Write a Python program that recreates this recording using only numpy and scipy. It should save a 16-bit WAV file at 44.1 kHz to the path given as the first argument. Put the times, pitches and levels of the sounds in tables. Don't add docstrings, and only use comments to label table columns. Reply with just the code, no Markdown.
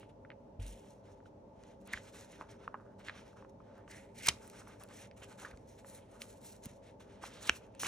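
import sys
import numpy as np
from scipy import signal
from scipy.fft import rfft, irfft
from scipy.io import wavfile

SR = 44100
rng = np.random.default_rng(int(sys.argv[2]) if len(sys.argv) > 2 else 0)


def digitize_waveform(pressure):
    field = np.atleast_2d(pressure).T
    bounded = np.clip(field, -1, 1)
    quanta = np.round(bounded * 32767).astype(np.int16)
    wavfile.write(sys.argv[1], SR, quanta)


N = 347067
T = np.arange(N) / SR
HZ = np.maximum(np.fft.rfftfreq(N, 1 / SR), 1)

# f/Hz, relative level/dB
ROOM_COLOUR = [(20, -22), (36, -3), (55, 1), (120, 6), (160, -1), (220, 4.5), (350, -4.5), (560, 4),
               (740, -8), (900, -3), (1150, -17), (2000, -29), (3500, -35), (4900, -37), (5900, -34.5),
               (7200, -41.5), (10000, -49), (16000, -57)]
# f/Hz, width/Hz, relative level/dB
ROOM_MODES = [(118.4, 11, -83.5), (193.1, 11, -64), (231.6, 12, -68.5), (300.2, 26, -65.5), (400, 13, -63),
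              (447.5, 14, -70.5), (507, 14, -76), (541.6, 10, -64), (579.5, 12, -69), (662, 36, -66.5),
              (868.4, 48, -65.5)]
# f/Hz, left-right correlation
ROOM_CORRELATION = [(50, 0.99), (130, 0.96), (290, 0.89), (640, 0.35), (1400, 0), (4000, 0), (12000, 0.081)]
# f/Hz, rms level/dB
HUM_PARTIALS = [(50, -71.5), (100, -70)]
# f/Hz, left lead/rad, left minus right/dB
MIC_PORTS = [(100, 0, 0), (700, -.4, -1), (1250, -.2, -2.5), (2000, .45, -1.8), (3100, 1.25, -4.5),
             (4250, 1.1, 0), (4700, .9, -2.5), (5200, .6, 2), (5800, .65, 0), (8000, 1.5, 0),
             (10000, 2.2, 0), (12000, 2.92, 0), (13500, 3.02, 0), (16000, 3.08, 0)]
# t/s, level/dB, f/Hz, length/s
HAND_BUMPS = [(0.589, -37, 47.9, 0.19), (0.592, -37.5, 95.2, 0.066), (1.942, -40, 60.8, 0.017),
              (2.412, -43, 414, 0.0085), (4.284, -42.5, 145, 0.029), (4.289, -46, 68, 0.067),
              (4.286, -43.5, 395, 0.026), (5.53, -45, 65.5, 0.031), (6.659, -39.5, 126.5, 0.012),
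              (6.663, -36, 190, 0.013), (7.495, -45.5, 72, 0.051), (7.496, -49, 360, 0.015),
              (7.837, -42, 397, 0.009)]
# t/s, relative level/dB, ring f/Hz, low-pass f/Hz, crackle over click/dB, ring half-width/octaves
FOLD_TICKS = [(0.031, -44, 1170, 4000, -6.5, 0.85), (0.25, -43.5, 1700, 2250, -8, 0.42),
              (0.3035, -33, 2200, 2980, -15, 0.55), (0.317, -41.5, 1960, 3300, -6, 0.43),
              (1.204, -52.5, 1500, 2500, -10, 0.4), (1.259, -52, 1370, 3000, -7, 0.18),
              (1.638, -49, 1500, 3500, -12, 0.43), (1.8776, -46.5, 1270, 4000, -12, 0.28),
              (1.9315, -40, 1840, 3000, -6, 0.22), (1.9359, -21, 2000, 3040, -16.5, 0.23),
              (1.9411, -29.5, 1810, 3000, -5, 0.23), (1.9753, -35, 1720, 2820, -22, 0.24),
              (2.4114, -29, 1070, 3480, -10.5, 0.43), (2.418, -43, 1170, 2800, -1, 0.33),
              (2.423, -39, 1100, 1800, -7, 0.51), (2.44, -47, 1260, 2500, -6, 0.38),
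              (2.6789, -25.5, 1220, 2060, -44, 0.28), (2.743, -30.5, 1140, 1770, -1, 0.37),
              (2.744, -30, 1180, 2035, -31, 0.35), (2.754, -36, 1210, 1720, -10, 0.38),
              (2.8, -45, 1210, 1700, -14, .4), (3.085, -26.5, 1720, 6000, -9, 0.4),
              (3.0963, -25.5, 1640, 5530, -9.5, 0.35), (3.331, -49, 1250, 2200, -12, 0.37),
              (3.425, -42, 1140, 2400, -11, 0.38), (3.449, -43.5, 1220, 2030, -5.5, 0.31),
              (3.604, -47, 1070, 1603, -7, 0.32), (3.8787, -43.5, 1330, 5000, -2.5, 0.47),
              (4.269, -31.5, 1950, 3500, -1, .25), (4.284, -20, 1030, 11000, -11.5, 0.3),
              (4.2861, -5, 8300, 15500, -21.5, .4), (4.2868, -6.5, 5400, 13000, -25, .45),
              (4.288, -12.5, 4000, 9000, -13, 0.4), (4.2934, -23.5, 2380, 6000, -2, 0.4),
              (4.6734, -43, 1070, 5000, -11, 0.29), (4.844, -47, 1300, 3000, -3, 0.33),
              (5.113, -44.5, 2260, 9000, -9, 0.36), (5.449, -38, 1545, 2950, 4.5, 0.33),
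              (5.513, -42.5, 1950, 6100, -9, 0.32), (5.847, -41, 1270, 3500, -12, 0.52),
              (6.2192, -28, 2700, 9900, -20, 0.39), (7.239, -32, 905, 2400, -14, 0.31),
              (7.4915, -25.5, 1470, 4000, -0.5, 0.89), (7.4953, -8, 2640, 6900, -27, 0.26),
              (7.4956, -12.5, 1660, 3500, -19, 0.26), (7.75, -48, 1920, 12200, -19, 0.56),
              (7.834, -21, 1200, 7950, -23, 0.46), (7.845, -30, 2390, 6000, -9, 0.35),
              (7.8486, -26, 2370, 12000, -14, 0.32), (7.8602, -32, 2640, 12000, -3, 0.42)]
# t/s, level/dB, drag/s, lift of the highest treble/dB
EDGE_FLICKS = [(0.599, -59, .00018, 12), (1.6367, -50, 0.00022, -12), (1.8143, -61, 0.00022, 8),
               (1.8213, -67, .0002, 8), (1.8751, -55.5, 0.00062, 14), (1.935, -38.5, 0.0032, 0),
               (2.072, -55, .0002, -2), (2.147, -53, 0.00018, 9), (2.9953, -57, 0.00018, 8),
               (3.084, -55, 0.00042, -11), (3.0958, -55, .0003, -5), (3.78, -67, .0002, 15),
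               (3.9151, -50.5, 0.01, -3), (3.919, -57, .0003, 5), (4.263, -31, .002, 0),
               (4.272, -30, 0.0026, 9), (4.2859, -12.5, .0004, -6), (4.2886, -19.5, 0.00069, -10),
               (4.4456, -60, .0004, 9), (4.4772, -49, 0.00023, 12), (4.5, -48.5, 0.00073, 8),
               (4.6816, -61, .0008, 15), (4.798, -61, .0003, 9), (4.814, -63, .0004, 7),
               (4.8368, -43.5, 0.00052, 7), (4.876, -60, .0004, 1), (4.8883, -52, .0003, 3),
               (5.4535, -50, 0.00033, 10), (5.4607, -53, .0002, 5), (5.511, -55, .0002, 7),
               (5.574, -51, 0.00029, -13), (6.2188, -35, 0.00016, 6), (6.6576, -44, 0.00025, 18),
               (7.476, -40, .0057, 1), (7.4957, -22, 0.00038, -1), (7.7508, -53, 0.00033, -2)]
# f/Hz, relative level/dB
RUB_COLOUR = [(300, -11.5), (750, -8.5), (1250, -4.5), (1600, -5.5), (2200, -25.5), (4000, -35.5)]
FLEX_COLOUR = [(700, -24.5), (1400, 5.5), (1950, 8.5), (2900, 6), (3800, 4), (6000, -13.5), (12000, -42)]
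HISS_COLOUR = [(1000, -23), (2500, -13.5), (4200, 7), (4800, -2.5), (5300, 6.5), (6400, 5.5), (7600, 3),
               (9500, 5.5), (12500, 4.5), (14500, 3), (15800, 0)]
FLICK_COLOUR = [(150, -4), (500, -22.5), (1000, -5), (1500, -10.5), (2400, 4), (3200, -6), (4500, 1.5),
                (7300, 3.5), (9500, 2), (12000, 1), (15500, -1)]
# t/s, gap/m
LEAF_GAP = [(.59, 0.0083), (.9, 0.092), (1.3, .05)]
# t/s, papery resonance f/Hz, resonance height/dB, hiss centre f/Hz
SHEET_SHAPE = [(.62, 2800, 6.5, 9380), (.76, 3230, 10.5, 7480), (1.0, 2320, -1, 5950),
               (1.94, 1954, 0.5, 6460), (2.2, 1850, 2.5, 6280), (3.1, 2314, 1.5, 5400),
               (3.75, 1702, 2.5, 5990), (3.95, 1904, 15.5, 7920), (4.22, 2250, 8, 6660),
               (4.4, 2280, 4, 7040), (5.0, 2112, 3, 6820), (5.24, 2700, 7, 7500), (5.45, 1924, 2.5, 6970),
               (5.75, 2240, 4, 6020), (5.92, 2030, 4, 9170), (6.3, 2620, 0.5, 7660), (6.5, 2435, 1.5, 6700),
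               (7.25, 2283, 1, 6520), (7.35, 3960, 4.5, 5430), (7.45, 4040, 11.5, 7220),
               (7.55, 2580, 10, 5980), (7.83, 2700, 5.5, 6260)]
# start t/s, rise/s, fall/s, flex level/dB, hiss over flex/dB, rub over flex/dB
PAGE_SLIDES = [(0, 0.0065, 0.086, -68, -2, -31), (.09, 0.0065, 0.018, -68.5, -3.5, -3),
               (0.595, 0.0044, 0.033, -64.5, -3.5, -20), (.607, 0.023, 0.087, -61.5, 0, -30),
               (.64, 0.052, 0.16, -65, 6, -28), (.76, 0.13, 0.15, -74.5, 3.5, -4),
               (1.015, 0.064, 0.18, -74, -1.5, -2), (1.25, 0.016, 0.031, -73, -0.5, -5),
               (1.53, 0.19, 0.055, -72.5, -1.5, 0), (1.8, 0.017, .1, -81.5, 4, 4),
               (1.85, 0.023, .01, -72.5, 6.5, -5), (1.857, 0.12, 0.044, -55, -5, -6),
               (2.0, 0.092, 0.033, -66, 2.5, -2), (2.118, 0.058, 0.15, -59.5, 3, -5),
               (2.28, 0.06, 0.1, -64.5, 0.5, -6), (2.379, 0.019, 0.17, -72, -3.5, 12.5),
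               (2.484, 0.014, 0.1, -63.5, -2, -2), (2.58, 0.055, 0.1, -68, -3.5, 5),
               (2.7, 0.059, 0.42, -87.5, -3, 20), (2.98, 0.031, 0.051, -65.5, -2, -1),
               (3.037, 0.034, 0.11, -56.5, -5.5, -3), (3.132, 0.045, 0.08, -58.5, -3, 0),
               (3.24, 0.033, 0.09, -68, 0, 2.5), (3.355, 0.028, 0.1, -71.5, -3.5, 10),
               (3.485, 0.014, 0.017, -81.5, 4.5, -6), (3.58, 0.19, 0.15, -74, -8, 5.5),
               (3.874, 0.062, 0.17, -61.5, 0.5, -7), (4.139, 0.095, 0.13, -59.5, 5, -39),
               (4.22, 0.05, 0.017, -49.5, 0.5, -35), (4.285, 0.006, 0.091, -62.5, 4, 6.5),
               (4.321, 0.11, 0.4, -70, 5, 4), (4.51, 0.092, 0.045, -64, 2, 3),
               (4.639, 0.063, 0.18, -68, 1.5, 5.5), (4.672, .007, 0.017, -73, 7, 8),
               (4.789, 0.037, 0.044, -69, 6, 8), (4.875, 0.035, 0.14, -67, -1, 2.5),
               (4.901, 0.1, 0.065, -62.5, 5.5, -9), (5.001, 0.046, 0.035, -60.5, -0.5, -9),
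               (5.11, 0.037, .04, -82, -3.5, 2), (5.16, 0.021, 0.12, -69, 6, 0.5),
               (5.213, 0.024, 0.029, -56, -2, -3), (5.27, 0.046, 0.0644, -67, 2.5, 6),
               (5.372, 0.042, 0.063, -59, 2.5, -1), (5.44, 0.022, 0.1, -62.5, -0.5, 5.5),
               (5.52, .06, .3, -82, 3.5, -12), (5.67, 0.018, 0.16, -73, 8, -7),
               (5.773, 0.0144, 0.045, -69, 3, -1.5), (5.83, 0.098, 0.08, -68, 8, -5),
               (5.92, 0.069, .016, -68, 5, -5), (5.99, 0.037, 0.27, -74.5, -2.5, -11.5),
               (6.075, 0.084, 0.16, -73, 3.5, 6), (6.193, 0.03, 0.055, -63, 7.5, 0),
               (6.24, 0.075, 0.14, -70.5, 7.5, -1.5), (6.4, 0.075, 0.12, -67.5, 10.5, -4),
               (6.51, 0.046, .045, -72, 7, -5), (6.616, 0.046, 0.04, -63.5, 4.5, -9),
               (6.66, 0.045, .1, -69.5, 2.5, -9), (6.81, 0.073, 0.064, -66.5, -2, -8),
               (6.995, 0.017, 0.05, -64, 1.5, 3.5), (7.05, 0.069, 0.66, -70.5, -4, -3),
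               (7.21, 0.056, 0.037, -55, 3, 1), (7.27, .09, 0.12, -59.5, -2.5, -1),
               (7.4, 0.088, 0.008, -52.5, 3.5, -1), (7.49, 0.071, 0.042, -62.5, 6, 3),
               (7.599, 0.039, 0.071, -73.5, 0.5, 6.5), (7.73, 0.049, 0.065, -71.5, -2.5, -4),
               (7.793, 0.0075, 0.15, -53, 8.5, -6), (7.82, 0.042, .1, -49.5, 6.5, 2.5)]


def from_db(db):
    return 10 ** (np.asarray(db) / 20)


def unit_rms(x):
    return x / np.sqrt(np.mean(x ** 2) + 1e-20)


def over_hz(rows):
    hz, *columns = np.transpose(rows)
    return [np.interp(np.log(HZ), np.log(hz), column) for column in columns]


def colour(noise, spectrum):
    return unit_rms(irfft(rfft(noise) * from_db(over_hz(spectrum)[0]), N))


def butter(x, hz, kind):
    return signal.sosfilt(signal.butter(2, np.clip(hz, 10, .45 * SR), kind, fs=SR, output="sos"), x)


def ring(x, hz, octaves):
    return butter(x, [hz / 2 ** octaves, hz * 2 ** octaves], "band")


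def bell(hz, centre_hz, octaves):
    return 1 / (1 + (np.log2(hz / centre_hz) / octaves) ** 2)


def drift(rate_hz):
    return unit_rms(irfft(rfft(rng.standard_normal(N)) / (1 + (HZ / rate_hz) ** 2), N))


def add(track, s, sound):
    start = max(round(s * SR), 0)
    track[start:start + len(sound)] += sound[:max(N - start, 0)]


def room_tone(rush_db=-58, modes_trim_db=-5.5):
    correlation = np.clip(over_hz(ROOM_CORRELATION)[0], -1, 1)
    mid, side = rfft(rng.standard_normal((2, N)))
    field = np.sqrt(1 + correlation) * mid + np.sqrt(1 - correlation) * side * [[1], [-1]]
    rush = from_db(rush_db) * unit_rms(from_db(over_hz(ROOM_COLOUR)[0]))
    modes = [from_db(db + modes_trim_db) * unit_rms(1 / (1 + (2 * (HZ - hz) / width) ** 2))
             for hz, width, db in ROOM_MODES]
    power = rush ** 2 + np.sum(np.square(modes), axis=0)
    air = irfft(field * np.sqrt(power / 2), N)
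    hum = sum(from_db(db) * np.sqrt(2) * np.sin(2 * np.pi * hz * T) for hz, db in HUM_PARTIALS)
    return air + hum


def bedroom_reverb(send, t60_s=0.2, wall_hz=7500, predelay_s=.003):
    t = T[:SR // 3]
    noise = butter(rng.standard_normal((2, len(t))), wall_hz, "low")
    tail = noise * from_db(-60 * t / t60_s) * (t > predelay_s)
    tail /= np.sqrt(np.sum(tail ** 2) / 2)
    return signal.fftconvolve(send[None], tail, axes=1)[:, :N]


def at_ports(x, off_axis):
    lead, balance_db = over_hz(MIC_PORTS)
    half = np.array([[.5], [-.5]])
    return irfft(rfft(x) * from_db(half * balance_db) * np.exp(1j * half * lead * off_axis), N)


def hand_bumps():
    track, t = np.zeros(N), T[:SR]
    for s, db, hz, length_s in HAND_BUMPS:
        fade = np.maximum(1 - t / length_s, 0)
        add(track, s, -from_db(db) * fade * np.sin(2 * np.pi * hz * t))
    return track


def fold_ticks(overtone_ratio=2.25, overtone_db=-15, crack_db=-24, knock_db=1, knock_hz=800,
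               strain_s=0.00022, crackle_s=0.0059, rebound=0.15, trim_db=-2.5):
    track = np.zeros(N)
    t = T[:SR // 14] - T[SR // 100]
    impulse = t == 0
    slip_envelope = np.exp(np.minimum(t / strain_s, -t / crackle_s))
    for s, db, ring_hz, lowpass_hz, crackle_db, octaves in FOLD_TICKS:
        blow = impulse + rebound * np.roll(impulse, round(2 * SR / ring_hz))
        slips = rng.standard_normal(len(t)) * slip_envelope
        force = np.array([blow, slips])
        force = butter(butter(force, lowpass_hz, "low"), lowpass_hz, "low")
        overtone = from_db(overtone_db) * ring(force, overtone_ratio * ring_hz, octaves=0.18)
        knock = from_db(knock_db) * octaves ** 2.1 * butter(force, knock_hz, "low")
        crack = from_db(crack_db) * force
        click, crackle = ring(force, ring_hz, octaves) - overtone - knock - crack
        tick = click / abs(click).max() + from_db(crackle_db) * crackle / abs(crackle).max()
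        add(track, s - T[np.argmax(abs(click))], from_db(db) * tick)
    return from_db(trim_db) * track


def edge_flicks(body_hz=4500, top_hz=9500, body_life=3.67, treble_life=0.49):
    envelopes, t = np.zeros((3, N)), T[:SR // 10] - 1 / 20
    lives = (body_life, treble_life, treble_life)
    for s, db, drag_s, crisp_db in EDGE_FLICKS:
        decay_s = 0.0011 * (drag_s / .001) ** 0.62
        for envelope, life, lift_db in zip(envelopes, lives, (0, 0, crisp_db)):
            snap = np.exp(np.minimum(t / drag_s, -t / (decay_s * life)))
            add(envelope, s + t[0], from_db(db + lift_db) * snap)
    burst = colour(rng.choice([-1., 1.], N), FLICK_COLOUR)
    body = irfft(rfft(burst) / (1 + (HZ / body_hz) ** 4), N)
    top = irfft(rfft(burst) / (1 + (top_hz / HZ) ** 8), N)
    treble = burst - body - top
    return envelopes[0] * body + envelopes[1] * treble + envelopes[2] * top


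def friction(spectrum, catches_per_s, catch_share, flutter_db):
    sizes = from_db(4 * np.minimum(rng.exponential(1, N), 4)) * rng.choice([-1, 1], N)
    catches = unit_rms(sizes * (rng.random(N) < catches_per_s / SR))
    grains = rng.standard_normal(N) + catch_share * catches
    return unit_rms(colour(grains, spectrum) * from_db(flutter_db * drift(rate_hz=27)))


def slide_speed(rise_s, fall_s, rise_power=0.96, fall_power=1.27):
    t = T[:SR]
    attack = np.sin(np.pi / 2 * np.minimum(t / rise_s, 1)) ** rise_power
    release = from_db(-20 * (np.maximum(t - rise_s, 0) / fall_s) ** fall_power)
    return attack * release


def slide_gains(grip_db=-93, grip_waver_db=1):
    grip = from_db(grip_db - grip_waver_db * drift(rate_hz=3))
    power = np.tile(grip ** 2, (3, 1))
    for start_s, rise_s, fall_s, db, hiss_db, rub_db in PAGE_SLIDES:
        speed = slide_speed(rise_s, fall_s)
        for track, above_db in zip(power, (0, hiss_db, rub_db)):
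            add(track, start_s, (from_db(db + above_db) * speed) ** 2)
    return np.sqrt(power)


def shaped_by_sheet(flex, hiss, grazing_db, hollow_share=0.26, hiss_peak_db=6,
                    gap_waver=.18, ripple_db=1.5, sizzle_hz=11000, sound_m_per_s=343):
    hz, t, (flex, hiss) = signal.stft([flex, hiss], SR, nperseg=256)
    hz = np.maximum(hz, 1)[:, None]
    times, *columns = np.transpose(SHEET_SHAPE)
    centre_hz, height_db, hiss_hz = [np.interp(t, times, column) for column in columns]
    flex = flex * from_db(height_db * (bell(hz, centre_hz, octaves=.33) - hollow_share))
    wander = np.exp(gap_waver * np.interp(t, T, drift(rate_hz=0.86)))
    gap_m = np.interp(t, *np.transpose(LEAF_GAP)) * wander
    comb_db = ripple_db * np.cos(2 * np.pi * hz * 2 * gap_m / sound_m_per_s)
    sizzle_db = (np.interp(t, T, grazing_db) - 1) / (1 + (sizzle_hz / hz) ** 6)
    hiss = hiss * from_db(sizzle_db + comb_db + hiss_peak_db * bell(hz, hiss_hz, octaves=0.47))
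    return [unit_rms(layer[:N]) for layer in signal.istft([flex, hiss], SR)[1]]


def sliding_pages():
    flex_gain, hiss_gain, rub_gain = slide_gains()
    rub = friction(RUB_COLOUR, catches_per_s=160, catch_share=0.56, flutter_db=3.5)
    flex = friction(FLEX_COLOUR, catches_per_s=1100, catch_share=0.21, flutter_db=1.5)
    hiss = friction(HISS_COLOUR, catches_per_s=330, catch_share=0.6, flutter_db=2.5)
    flex, hiss = shaped_by_sheet(flex, hiss, grazing_db=20 * np.log10(hiss_gain / flex_gain))
    return rub_gain * rub + flex_gain * flex + hiss_gain * hiss


def scene():
    pages = sliding_pages()
    clicks = fold_ticks() + edge_flicks()
    close = at_ports(pages + hand_bumps(), off_axis=1) + at_ports(clicks, off_axis=0.93)
    reverb_send = from_db(-16.5) * pages + from_db(-23.5) * clicks
    return close + bedroom_reverb(reverb_send) + room_tone()


def record(dry, bass_cut_hz=33, top_cut_hz=15900):
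    lean = butter(butter(dry, bass_cut_hz, "high"), bass_cut_hz, "high")
    return signal.sosfilt(signal.ellip(10, .1, 70, top_cut_hz, fs=SR, output="sos"), lean)


dry = scene()
out = record(dry)
digitize_waveform(out)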